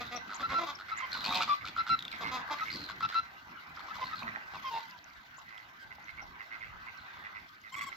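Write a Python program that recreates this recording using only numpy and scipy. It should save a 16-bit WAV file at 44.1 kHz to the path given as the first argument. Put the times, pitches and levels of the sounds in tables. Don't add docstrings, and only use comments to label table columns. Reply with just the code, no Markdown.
import sys
import numpy as np
from scipy import signal
from scipy.fft import rfft, irfft
from scipy.io import wavfile
from scipy.ndimage import uniform_filter1d

SR = 44100
rng = np.random.default_rng(int(sys.argv[2]) if len(sys.argv) > 2 else 0)


def int16_out(signal):
    q = np.round(np.clip(np.atleast_2d(signal).T, -1, 1) * 32767)
    wavfile.write(sys.argv[1], SR, q.astype(np.int16))


N = 351036
TIME = np.arange(N) / SR
PULSES_PER_S, BILL_HZ = 101, 3817

# time_s, flock_db, water_db
ACTIVITY = [(0.0, -50, -74), (0.25, -52, -78), (0.64, -49, -72), (0.82, -53, -80), (1.33, -46, -67),
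            (1.6, -53, -75), (2.0, -55, -77), (2.26, -49, -72), (2.46, -47, -76.5), (2.66, -49.5, -68),
            (3.0, -53, -77), (3.48, -55, -79), (4.19, -49, -72.5), (4.43, -52, -79), (4.74, -52, -68.5),
            (4.99, -59.5, -80), (7.29, -53, -80), (7.63, -63.5, -81.5), (7.87, -56.5, -74.5),
            (7.96, -56, -75)]


def amp(db):
    return 10 ** (np.asarray(db) / 20)


def unit(x):
    return x / np.sqrt(np.mean(x ** 2) + 1e-20)


def read(points, hz):
    f, value = np.transpose(points)
    return np.interp(np.log(hz + 1), np.log(f + 1), value)


def level(curve, column):
    rows = np.array(curve)
    return amp(np.interp(TIME, rows[:, 0], rows[:, column]))


def add(mix, start_s, sound, pan_db=0):
    part = mix[:, max(round(start_s * SR), 0):][:, :len(sound)]
    part += amp([[pan_db / 2], [-pan_db / 2]]) * sound[:part.shape[1]]


def lag_left(x, samples):
    return np.array([np.roll(x[0], samples), x[1]])


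def drift(count, per_s):
    knots = rng.standard_normal(int(count / SR * per_s) + 2)
    return np.interp(np.arange(count) / SR * per_s, np.arange(len(knots)), knots)


def course(start, end):
    return np.linspace(-1, 1, max(int((end - start) * SR), 256))


def phase(hz):
    return 2 * np.pi * np.cumsum(hz) / SR


def fade(u, share):
    return signal.windows.tukey(len(u), share)


def resonance(hz, width):
    return lambda f: (1 + ((f * f - hz * hz) / (2 * width * (f + 1))) ** 2) ** -2


def resonances(peaks):
    return lambda f: sum(amp(db) * resonance(hz, width)(f) for hz, width, db in peaks)


def ring(x, gain, size=2048):
    log_gain = np.log(np.maximum(gain(abs(np.fft.fftfreq(size, 1 / SR))), 1e-5))
    taps = np.fft.ifft(np.exp(np.conj(signal.hilbert(log_gain)))).real[:size // 2]
    y = signal.fftconvolve(x, taps)
    return y / np.sqrt(np.sum(y ** 2) / len(x) + 1e-20)


def wash(gain, alike, patchy_db):
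    hz = np.fft.rfftfreq(1024, 1 / SR)
    a, b, c, d, patches = rng.standard_normal((5, N // 256 + 5, len(hz)))
    patches = unit(uniform_filter1d(uniform_filter1d(patches, size=9, axis=0), size=10, axis=1))
    left = a + 1j * b
    right = alike * left + np.sqrt(1 - alike ** 2) * (c + 1j * d)
    spectra = np.array([left, right]) * gain(hz) * amp(patchy_db * patches)
    return unit(signal.istft(spectra.transpose(0, 2, 1), nperseg=1024, noverlap=768)[1][:, :N])


def banks(x, early_db, tail_db, early_s=0.036):
    # frequency_hz, decay_s
    decay_times = [(150, 0.45), (1400, 0.19), (4000, 0.32), (12000, 0.015)]
    t = TIME[:SR * 2 // 3]
    noise = rng.standard_normal((2, len(t)))
    early = noise * np.exp(-t / early_s)
    hz, when, spectra = signal.stft(noise * (1 - np.exp(-t / 0.0031)), SR, nperseg=256)
    decay = amp(-60 * when / read(decay_times, hz)[:, None])
    tail = signal.istft(spectra * decay, SR, nperseg=256)[1][:, :len(t)]
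    echo = amp(early_db) * early / np.linalg.norm(early[0])
    echo += amp(tail_db) * tail / np.linalg.norm(tail[0])
    return signal.fftconvolve(x, echo, axes=1)[:, :N]


def rumble():
    # frequency_hz, gain_db
    colour = [(20, -59.5), (35, -26), (50, -6.5), (90, -4), (150, -11.5), (400, -36)]
    return amp(-69) * wash(lambda f: amp(read(colour, f)), alike=0.47, patchy_db=4.4)


def wind(puff_s=0.11, puff_hz=60.6):
    # middle_s, level_db
    gusts = [(6.22, -61), (6.7, -59)]
    strength = sum(amp(db) * np.exp(-((TIME - s) / puff_s) ** 2) for s, db in gusts)
    return strength * wash(resonance(puff_hz, 60), alike=0.5, patchy_db=1.5)


def slosh():
    # time_s, level_db
    strength = [(0.0, -54.5), (0.38, -65.5), (0.42, -55), (0.97, -70), (1.37, -48), (1.48, -58),
                (2.1, -58.5), (2.28, -51.5), (2.48, -67.5), (2.77, -54.5), (3.37, -67.5), (4.3, -59),
                (4.32, -63), (5.74, -74), (6.01, -65), (7.65, -70), (7.89, -61.5), (7.96, -68)]
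    # frequency_hz, gain_db
    colour = [(40, -33.5), (80, -1.5), (110, -7), (190, 0.5), (300, -4), (420, -14), (900, -18.5),
              (2000, -73.5)]
    noise = wash(lambda f: amp(read(colour, f)), alike=0.98, patchy_db=4.07)
    return amp(1) * level(strength, column=1) * noise


def drips(per_s=70):
    mix, t = np.zeros((2, N)), TIME[:SR // 100]
    for when, pitch, size, side in rng.random((int(per_s * N / SR), 4)):
        hz = 1700 * 4 ** pitch
        ping = np.sin(2 * np.pi * hz * t) * t * hz * np.exp(-t * hz / 2)
        add(mix, when * N / SR, amp(38 * size ** 3) * ping, 10 * (side - .5))
    return level(ACTIVITY, column=2) * amp(6) * unit(mix)


def fizz(flicker_db=2.8):
    # frequency_hz, gain_db
    colour = [(1500, -13), (3000, 10), (4300, 10), (6000, -2.5), (7700, -11), (11000, -9), (13000, -4),
              (16000, -13.5)]
    hiss = wash(lambda f: amp(read(colour, f)), alike=.3, patchy_db=2.5)
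    flicker = unit(amp(flicker_db * drift(N, 110)))
    return level(ACTIVITY, column=2) * amp(16.5) * hiss * flicker


def spatter(clumps_per_s=14, drops=3, clump_s=.054, decay_s=.0009):
    mix, age = np.zeros((2, N)), TIME[:SR // 100] / decay_s
    for when, side in rng.random((int(clumps_per_s * N / SR), 2)):
        for late, size in rng.random((drops, 2)):
            tick = np.exp(-age) * np.diff(rng.standard_normal(len(age) + 1))
            gain = amp(14 - 12 * np.sqrt(size))
            add(mix, when * N / SR + late * clump_s, gain * tick, 10 * (side - .5))
    return level(ACTIVITY, column=2) * mix


def plops(mix, decay_cycles=5):
    # start_s, level_db, pitch_hz
    bubbles = [(2.746, -46.5, 283), (4.224, -30, 1100), (4.235, -45.5, 221), (4.371, -37, 810),
               (5.383, -41.5, 1040), (5.984, -42, 820), (6.224, -43, 787), (6.759, -40.5, 1220)]
    t = TIME[:SR // 10]
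    for start, db, hz in bubbles:
        tone = np.sin(2 * np.pi * hz * t * (1 + t * hz / 250))
        envelope = np.exp(-t * hz / decay_cycles) * (1 - np.exp(-t * hz / 0.15))
        add(mix, start, amp(db) * tone * envelope)


def far_honk(start, end, hz, db, fall):
    u = course(start, end)
    pitch = hz * (1 - fall * u / 2 + .02 * drift(len(u), 300))
    envelope = fade(u, .6) * (1 - .4 * u + .4 * drift(len(u), 150))
    return amp(db) * unit(np.sin(phase(pitch)) * envelope)


def far_flock(count=260, spread_db=14):
    # frequency_hz, gain_db
    colour = [(210, -22), (350, -11.5), (500, -18), (670, -3.5), (1000, 1), (1500, 3.5), (1960, -0.5),
              (2790, -7.5), (3400, -21.5), (5000, -38), (7000, -57.5)]
    # pitch_hz, width_hz, level_db
    shared_pitches = [(1535, 25, -7), (2009, 52, -14.5)]
    chatter, honking = np.zeros((2, 2, N))
    for when, length, rate, throat, size, side, mouth in rng.random((count, 7)):
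        voice = pulsed_voice(0, .015 + .04 * length, rate=80 + 50 * rate,
                             throat_hz=750 + 850 * throat, throat_db=0, mouth_hz=1900 + 700 * mouth,
                             mouth_db=-14 + 14 * throat, bill_hz=3600, bill_db=-20)
        add(chatter, when * N / SR, amp(spread_db * size) * voice, 10 * (side - .5))
    for when, length, pitch, size, side in rng.random((count // 6, 5)):
        voice = far_honk(0, .08 + .12 * length, hz=1250 + 400 * pitch, db=6 * size, fall=.01)
        add(honking, when * N / SR, voice, 10 * (side - .5))
    chatter = chatter + banks(chatter, early_db=-7, tail_db=-8)
    blur = wash(lambda f: amp(read(colour, f)), alike=0.35, patchy_db=4)
    tones = wash(resonances(shared_pitches), alike=.43, patchy_db=3.5)
    flock = amp(-4.5) * unit(chatter) + amp(-8) * unit(honking) + amp(2.5) * blur + amp(-1.5) * tones
    return level(ACTIVITY, column=1) * flock


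def echo_and_far_honk(mix):
    # start_s, end_s, pitch_hz, level_db, pitch_fall_share
    tones = [(4.79, 4.9, 905, -58, .01), (4.89, 4.99, 985, -59, .11)]
    for start, *settings in tones:
        add(mix, start, far_honk(start, *settings))


def peeps(mix):
    # start_s, end_s, top_pitch_hz, level_db, pitch_drop_share (at both ends)
    calls = [(0.157, 0.178, 5800, -49, .08), (0.339, 0.374, 7350, -54.5, .42),
             (0.748, 0.765, 5440, -53.5, .1), (0.961, 1.0, 7350, -55.5, .43), (3.36, 3.416, 2830, -64, .07),
             (3.566, 3.6, 2960, -62, .08), (5.367, 5.4, 7340, -65, .3), (6.212, 6.242, 5730, -65, .15)]
    for start, end, hz, db, drop in calls:
        u = course(start, end)
        pitch = hz * (1 - drop * u ** 2 + 0.024 * drift(len(u), 1400))
        envelope = fade(u, .5) * (1 + .45 * drift(len(u), 400))
        add(mix, start, amp(db) * unit(np.sin(phase(pitch)) * envelope), pan_db=7.5)


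def sliding_whistles(mix):
    # start_s, end_s, first_hz, last_hz, level_db, octave_db (relative to the main tone)
    calls = [(4.535, 4.602, 2880, 2020, -56, -16), (4.652, 4.702, 2720, 2300, -53.5, -4)]
    for start, end, first_hz, last_hz, db, octave_db in calls:
        along = (course(start, end) + 1) / 2
        pitch = first_hz + (last_hz - first_hz) * along ** 1.3
        angle = phase(pitch * (1 + .024 * drift(len(along), 1100)))
        tone = np.sin(angle) + amp(octave_db) * np.sin(2 * angle)
        add(mix, start, amp(db) * unit(tone * fade(along, .5)))


def yelps(mix, arch=.055, closing_drop=.075):
    # start_s, end_s, top_pitch_hz, level_db
    calls = [(5.81, 5.838, 1610, -58.5), (7.719, 7.757, 1063, -47), (7.758, 7.803, 1138, -43.5),
             (7.807, 7.851, 1146, -42), (7.861, 7.899, 1112, -43.5)]
    # frequency_hz, gain_db
    throat = [(1100, 0), (2000, -2), (2300, -8), (3000, -5), (3400, -10), (4400, -20), (5400, -19),
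              (6400, -29), (7300, -12), (8000, -15), (9000, -26), (14000, -26)]
    for start, end, hz, db in calls:
        u = course(start, end)
        contour = 1 - arch * u ** 2 - closing_drop * np.maximum(u, 0) ** 2
        pitch = hz * (contour + .012 * drift(len(u), 1200))
        stack = 0
        for k in range(1, 14):
            harmonic = np.sin(k * phase(pitch) + 2 * np.pi * rng.random())
            stack += amp(read(throat, k * pitch)) * harmonic * (1 + .25 * drift(len(u), 500))
        add(mix, start, amp(db) * unit(stack * fade(u, .45)), pan_db=4.5)


def voice_box(hz, rough, puff_s, uneven_db):
    turns = np.cumsum(hz) / SR
    cycle = turns.astype(int)
    size = amp(uneven_db * rng.standard_normal(cycle[-1] + 1))[cycle]
    pulses = np.diff(cycle, prepend=-1).astype(float)
    age = (turns % 1) / hz / puff_s
    puffs = age * np.exp(-age) * rng.standard_normal(len(hz))
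    rough = np.clip(rough, 0, 1)
    return size * (np.sqrt(1 - rough) * unit(pulses) + np.sqrt(rough) * unit(puffs))


def bursts(pace, hz, rise_s, scatter):
    turns = np.cumsum(pace) / SR
    cycle = turns.astype(int)
    detune, size = rng.standard_normal((2, cycle[-1] + 1))[:, cycle]
    age = (turns % 1) / pace
    envelope = (age / rise_s) ** 2 * np.exp(-2 * age / rise_s) * amp(2 * size)
    angle = 2 * np.pi * hz * (1 + scatter * detune) * age + 0.35 * drift(len(age), 1500)
    return unit(envelope * np.sin(angle))


def bill(hz, width):
    # frequency_hz, gain_db
    base = [(100, -24), (300, -38.5), (600, -26), (2500, -10.5), (4800, -12), (6000, -27.5), (7700, -20.5),
            (13000, -27.5), (16000, -33)]
    return lambda f: resonance(hz, width)(f) + amp(read(base, f))


def clacks(mix, decay_s=0.0011):
    # start_s, level_db, bill_hz
    snaps = [(1.1175, -36, 4150), (1.1303, -25.5, 4380), (1.243, -27, 4300), (1.2504, -27, 4350),
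             (1.2608, -24, 4370), (1.292, -28, 3720), (1.3053, -27.5, 3820), (1.345, -23, 3770),
             (1.3562, -23.5, 4220), (1.4218, -24, 2720), (1.99, -27.5, 3890), (2.006, -33, 3700),
             (2.024, -29, 3640), (2.0508, -28, 3630), (2.08, -30, 3510), (2.116, -34, 3950),
             (4.23, -33, 2480), (5.578, -39.5, 3130)]
    t = TIME[:SR // 50]
    age = t / decay_s
    for start, db, hz in snaps:
        noise = rng.standard_normal(len(t)) * age * np.exp(-age)
        snap = ring(noise, bill(hz, 490))[:len(t)]
        tone = (age * np.exp(1 - age)) ** 1.5 * np.sin(2 * np.pi * hz * t)
        add(mix, start, amp(db - 4) * snap / abs(snap).max() + amp(db - 2) * tone)


def knocks(mix, rise_s=0.0024):
    # start_s, peak_db, throat_hz
    pulses = [(.2945, -36, 1330), (1.006, -32, 1250), (1.309, -29, 1210), (1.3225, -23.5, 1160),
              (1.3315, -29, 1200), (1.406, -23.5, 1220), (1.42, -27, 1350), (1.478, -29, 1200),
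              (1.646, -31, 1300), (1.7635, -29, 1380), (3.0065, -32, 1330), (3.884, -35, 1150)]
    t = TIME[:SR // 50]
    envelope = (t / rise_s * np.exp(1 - t / rise_s)) ** 2
    for start, db, hz in pulses:
        add(mix, start, amp(db) * envelope * np.sin(2 * np.pi * hz * t))


def dry_rasps(mix, pulses_per_s=90, sag=0.028):
    # start_s, end_s, bill_hz, level_db
    calls = [(0.041, 0.099, 3810, -51.5), (1.119, 1.246, 4010, -43.5), (1.267, 1.329, 3790, -41.5),
             (1.329, 1.44, 3710, -45.5), (2.704, 2.77, 4470, -42.5), (2.771, 2.872, 4240, -47),
             (4.045, 4.081, 4140, -48), (4.157, 4.214, 4020, -48.5), (6.972, 7.031, 4070, -60),
             (7.05, 7.296, 3600, -63.5), (4.713, 4.8, 3750, -54)]
    for start, end, hz, db in calls:
        u = course(start, end)
        pace = pulses_per_s * (1 + 0.046 * drift(len(u), 80))
        tone = bursts(pace, hz * (1 - sag * u), rise_s=0.0025, scatter=0.032)
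        air = voice_box(pace, rough=0.63, puff_s=0.0015, uneven_db=2.3)
        hiss = ring(air, bill(hz, 750))[:len(u)]
        add(mix, start, amp(db) * unit((amp(0.5) * tone + hiss) * (1 - 0.18 * u ** 2)), pan_db=-2.5)


def pulsed_voice(start, end, rate, throat_hz, throat_db, mouth_hz, mouth_db, bill_hz, bill_db,
                 mouth_rise_s=0.0025):
    u = course(start, end + .004)
    pace = rate * (1 + 0.0293 * drift(len(u), 78.6))
    throat = bursts(pace, throat_hz, rise_s=0.002, scatter=0.1)
    mouth = bursts(pace, mouth_hz, mouth_rise_s, scatter=.022)
    mouth += .2 * bursts(pace, 1.25 * mouth_hz, rise_s=.002, scatter=.05)
    air = voice_box(pace, rough=0.65, puff_s=0.0016, uneven_db=2.9)
    rasp = ring(air, bill(bill_hz, 1200))[:len(u)]
    rasp += 0.23 * bursts(pace, bill_hz, rise_s=0.0039, scatter=0.053)
    swell = unit((1 - .3 * u ** 2 - .1 * u) * np.minimum((1 - u) * 12, 1))
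    return swell * (amp(throat_db) * throat + amp(mouth_db) * mouth + amp(bill_db) * rasp)


def clucks(mix, usual_mouth_hz=2097, usual_throat_hz=1427):
    # start_s, end_s, mouth_hz, level_db
    calls = [(.88, .92, 2100, -47), (.495, .545, 2020, -44), (.946, 1.064, 2040, -44),
             (1.6, 1.635, 2100, -50), (1.775, 1.825, 2060, -46), (1.9, 1.95, 2120, -45),
             (2.125, 2.159, 2090, -47), (2.234, 2.301, 2130, -41), (2.578, 2.635, 2040, -45),
             (2.654, 2.717, 2140, -43), (4.268, 4.291, 1960, -40.5), (4.349, 4.362, 1900, -40),
             (5.46, 5.64, 2020, -54.5), (5.906, 5.929, 2060, -49), (6.072, 6.109, 2100, -47.5),
             (6.175, 6.21, 2100, -47), (6.396, 6.428, 2040, -47.5), (6.505, 6.562, 2080, -46),
             (6.607, 6.651, 2080, -45.5), (6.866, 6.9, 2060, -48.5), (7.238, 7.279, 2010, -47),
             (7.348, 7.39, 2060, -46.5), (7.637, 7.69, 2040, -52), (7.741, 7.757, 2040, -41.5),
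             (7.772, 7.84, 2060, -43), (7.917, 7.934, 2040, -44)]
    for start, end, hz, db in calls:
        throat_hz = usual_throat_hz * hz / usual_mouth_hz
        throat_db = db - 8 - 0.0378 * (hz - usual_mouth_hz)
        voice = pulsed_voice(start, end, 108, throat_hz, throat_db, hz, db, BILL_HZ, db - 19,
                             mouth_rise_s=.0026)
        swell = unit(1 - .6 * np.linspace(-1, 1, len(voice)) ** 2)
        add(mix, start, voice * swell, pan_db=-4)


def rattle(start, end, throat_hz, db, open_db):
    ordinary_db, pace_doubles_db = -44, 27
    effort_db = db + max(open_db, 0) / 2 - ordinary_db
    rate = PULSES_PER_S * 2 ** (effort_db / pace_doubles_db)
    mouth_hz = 2336 + 34.5 * open_db
    mouth_db = db - 3.5 + 1.4 * open_db
    return pulsed_voice(start, end, rate, throat_hz, db, mouth_hz, mouth_db, BILL_HZ, db + open_db)


def gabbles(ahead, right):
    # start_s, end_s, throat_hz, throat_db, bill_over_throat_db, pan_db
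    calls = [(.293, .352, 1323, -44, -8, 0), (.788, .824, 1420, -46, -10, -1),
             (1.15, 1.195, 1130, -44, -9, -1), (1.241, 1.284, 1040, -45, 4, 0),
             (1.326, 1.392, 1050, -44, 6, 1), (1.406, 1.445, 1200, -40, 2, 1),
             (1.49, 1.55, 1133, -46, 1, -3), (1.653, 1.693, 1310, -47, 2, 0),
             (2.115, 2.159, 1340, -50, 1, -4), (2.234, 2.301, 1160, -42, -8, -4),
             (2.478, 2.513, 1450, -45.5, -14, 5), (2.889, 2.916, 1255, -42.5, -5, 2),
             (3.089, 3.125, 1320, -45, -4, -2), (3.772, 3.81, 1275, -47, -12, 2),
             (3.944, 3.974, 1230, -49, -5, 4), (4.536, 4.568, 1064, -44, -12, 3),
             (4.74, 4.814, 975, -48, -5, 0), (6.228, 6.268, 1050, -54, -16, -2),
             (7.052, 7.068, 1350, -56, -8, -2), (7.143, 7.17, 1400, -56, -11, -2)]
    for start, *settings, pan_db in calls:
        add(right if pan_db < -1.5 else ahead, start, rattle(start, *settings), pan_db)


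def grunts(mix, neck_delay_s=.00055):
    # start_s, end_s, pitch_hz, roughness (0-1), throat_hz, throat_db,
    # chest_db, mouth_db, bill_db (the last three relative to the throat)
    calls = [(0, .034, 240, .15, 1220, -45, -1, -3, -2), (.103, .19, 242, .15, 1240, -47.5, 2, -1, -3),
             (.395, .435, 285, .5, 1150, -42, -7, -11, -9), (.49, .557, 275, .55, 1170, -41.5, -6, -7, -9),
             (.571, .658, 338, .38, 1130, -40.5, -4, -7, -8),
             (.658, .72, 288, .12, 1110, -38.5, -16, -14, -8),
             (1.262, 1.335, 178, .1, 900, -42, -20, -10, -9),
             (1.33, 1.428, 181, .1, 830, -40.5, -14, -8, -9),
             (2.202, 2.236, 236, .3, 1140, -39.5, -10, -10, -9),
             (2.303, 2.39, 252, .12, 1130, -39.5, -8, -8, -6),
             (2.383, 2.425, 195, .6, 1050, -48, -12, -8, -8),
             (2.498, 2.549, 294, .3, 1050, -35.5, -14, -11, -10)]
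    # pitch_hz, width_hz, level_db
    chest_peaks = [(295, 220, -2), (490, 110, -7), (720, 150, 4.5)]
    mouth_peaks = [(2040, 280, 0), (2570, 330, -4)]
    bill_peaks = [(3350, 420, -1), (3850, 420, -1), (4800, 600, -8), (6200, 1600, -17), (13000, 3000, -24)]
    for start, end, hz, rough, throat_hz, db, chest_db, mouth_db, bill_db in calls:
        u = course(start, end)
        wander = .06 * rough * drift(len(u), 200) + .011 * drift(len(u), 450)
        pitch = hz * (1.015 - .08 * np.maximum(u, 0) ** 3 - .035 * u ** 2 + wander)
        air = voice_box(pitch, .04 + rough ** 2, puff_s=.0005, uneven_db=1 + 3 * rough) * fade(u, .5)
        parts = [(chest_db, chest_peaks), (0, [(throat_hz, 250, 0)]),
                 (mouth_db, mouth_peaks), (bill_db, bill_peaks)]
        for k, (part_db, peaks) in enumerate(parts):
            part = np.roll(ring(air, resonances(peaks)), round(k * neck_delay_s * SR))
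            opening = unit(amp(1.8 * drift(len(part), 70)))
            add(mix, start, (-1) ** k * amp(db + part_db) * opening * part)


def honk(start, end, hz, db, second_db, third_db, fall, bend, swell_db, rough, flutter_hz=470.5):
    # pitch_hz, width_hz, level_db
    bill_peaks = [(900, 200, -2), (2050, 300, -2), (2650, 380, -7), (3650, 380, -2), (5000, 700, -9)]
    u = course(start, end)
    contour = 1 - fall * u / 2 + bend * u ** 2 - .05 * np.maximum(u, 0) ** 12
    pitch = hz * (contour + .04 * rough * drift(len(u), 700))
    angle = phase(pitch)
    beat = np.sin(phase(flutter_hz * (1 + .15 * drift(len(u), 300))))
    throb = np.sin(phase(PULSES_PER_S * (1 + .15 * drift(len(u), 100))))
    flutter = rough * (.24 * beat + .22 * throb + .2 * drift(len(u), 700))
    lowest = np.sqrt(2) * np.sin(angle) * (1 + flutter)
    upper = amp(second_db) * np.sin(2 * angle)
    upper += amp(third_db) * (np.sin(3 * angle) + amp(-20.5) * np.sin(4 * angle))
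    upper *= np.sqrt(2) * (1.15 - .5 * u ** 2 + 2.5 * flutter)
    air = voice_box(pitch / 4, rough=.6, puff_s=0.00038, uneven_db=4.5) * (1 + .6 * throb)
    rasp = rough * amp(-12) * ring(air, resonances(bill_peaks))[:len(u)]
    arch = 1 - (.25 + .5 * rough) * u ** 2
    envelope = amp(db) * unit(fade(u, .35) * arch * amp(swell_db * u / 2))
    return envelope * lowest, envelope * (upper + rasp)


def honks(wide, close, ahead, ordinary_db=-32.5, overlap=0.15):
    # rattle_start_s, tone_start_s, end_s, pitch_hz, level_db, second_harmonic_db,
    # third_harmonic_db (both relative to the first), pan_db, pitch_fall_share,
    # pitch_bend_share (ends above the middle), swell_db (start to end), roughness (0-1)
    calls = [(.396, .425, .47, 1342, -33, -27, -17, 3, 0, .005, 0, .3),
             (.492, .535, .606, 1341, -30.5, -26, -18, 1, .003, 0, 0, .3),
             (.885, .913, .943, 1305, -35, -26, -18, 3, 0, .015, 0, .4),
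             (.996, 1.018, 1.062, 1038, -39, -12, -15, 0, .04, .015, 0, .4),
             (1.116, 1.138, 1.165, 1475, -37, -20, -14, 0, .05, -.02, 0, .5),
             (1.477, 1.486, 1.548, 1158, -27, -25, -20, 3, .02, .055, 0, .15),
             (1.764, 1.774, 1.824, 1338, -30.5, -28, -15, 4, .012, .008, 1, .35),
             (1.866, 1.891, 1.96, 1346, -27.3, -23, -11.5, 4, .022, -.012, -1, .15),
             (2.585, 2.606, 2.644, 1289, -34.5, -21, -21, 3, .01, .003, 0, .35),
             (3.006, 3.021, 3.069, 1352, -30.5, -19, -17, 5, 0, .003, 0, .55),
             (3.125, 3.145, 3.209, 1346, -29, -21, -13, 6, -.014, -.008, -1, .3),
             (3.884, 3.903, 3.925, 1305, -40, -22, -22, 4, .015, 0, 0, .7),
             (3.984, 4.009, 4.05, 1027, -35.5, -14, -23, 0, .022, .012, 0, .65),
             (4.101, 4.124, 4.151, 1290, -37.5, -21, -20, 4, 0, .005, 0, .55),
             (4.632, 4.638, 4.707, 1058, -38.5, -18, -13, 1, .012, .01, 0, .45),
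             (4.715, 4.698, 4.8, 914, -37.5, -23, -18, 4, .04, .008, 11, .5)]
    for rattle_start, start, end, hz, db, second_db, third_db, pan_db, *shape in calls:
        lowest, overtones = honk(start, end, hz, db, second_db, third_db, *shape)
        add(wide, start, lowest, pan_db)
        add(close, start, overtones)
        rattle_end = start + overlap * (end - start)
        rattle_db = -44.5 + 0.97 * (db - ordinary_db)
        add(ahead, rattle_start, rattle(rattle_start, rattle_end, hz, rattle_db, open_db=-7), pan_db=-2.5)


def scene():
    wide, ahead, right, close = np.zeros((4, 2, N))
    honks(wide, close, ahead)
    grunts(ahead)
    gabbles(ahead, right)
    clucks(right)
    echo_and_far_honk(ahead)
    sliding_whistles(close)
    knocks(close)
    dry_rasps(ahead)
    yelps(close)
    peeps(close)
    clacks(close)
    plops(ahead)
    near = lag_left(wide, samples=7) + close
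    farther = lag_left(ahead, samples=1) + lag_left(right, samples=15)
    echoes = banks(near, early_db=-19, tail_db=-21) + banks(farther, early_db=-11, tail_db=-16)
    birds = near + farther + echoes + lag_left(far_flock(), samples=11)
    return birds + drips() + fizz() + spatter() + rumble() + slosh() + wind()


def record(dry, top_hz=15900):
    # frequency_hz, gain_db
    response = [(22, -6), (48, 1), (7700, -1.5), (8400, -21), (9000, -19.5), (10300, -10), (12000, -1.5),
                (13000, -4)]
    # frequency_hz, left_over_right_db
    balance = [(20, -2.5), (1300, 0), (2200, -3), (4000, 1), (6000, 14.5), (8000, 5.5), (12000, -9.5)]
    hz = np.fft.rfftfreq(N, 1 / SR)
    gain = amp(read(response, hz) + np.outer([.5, -.5], read(balance, hz)))
    coloured = irfft(rfft(dry) * gain, N)
    low_pass = signal.firwin(511, top_hz, window=("kaiser", 9), fs=SR)
    return signal.oaconvolve(coloured, low_pass[None], "same")


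dry = scene()
out = record(dry)
int16_out(out)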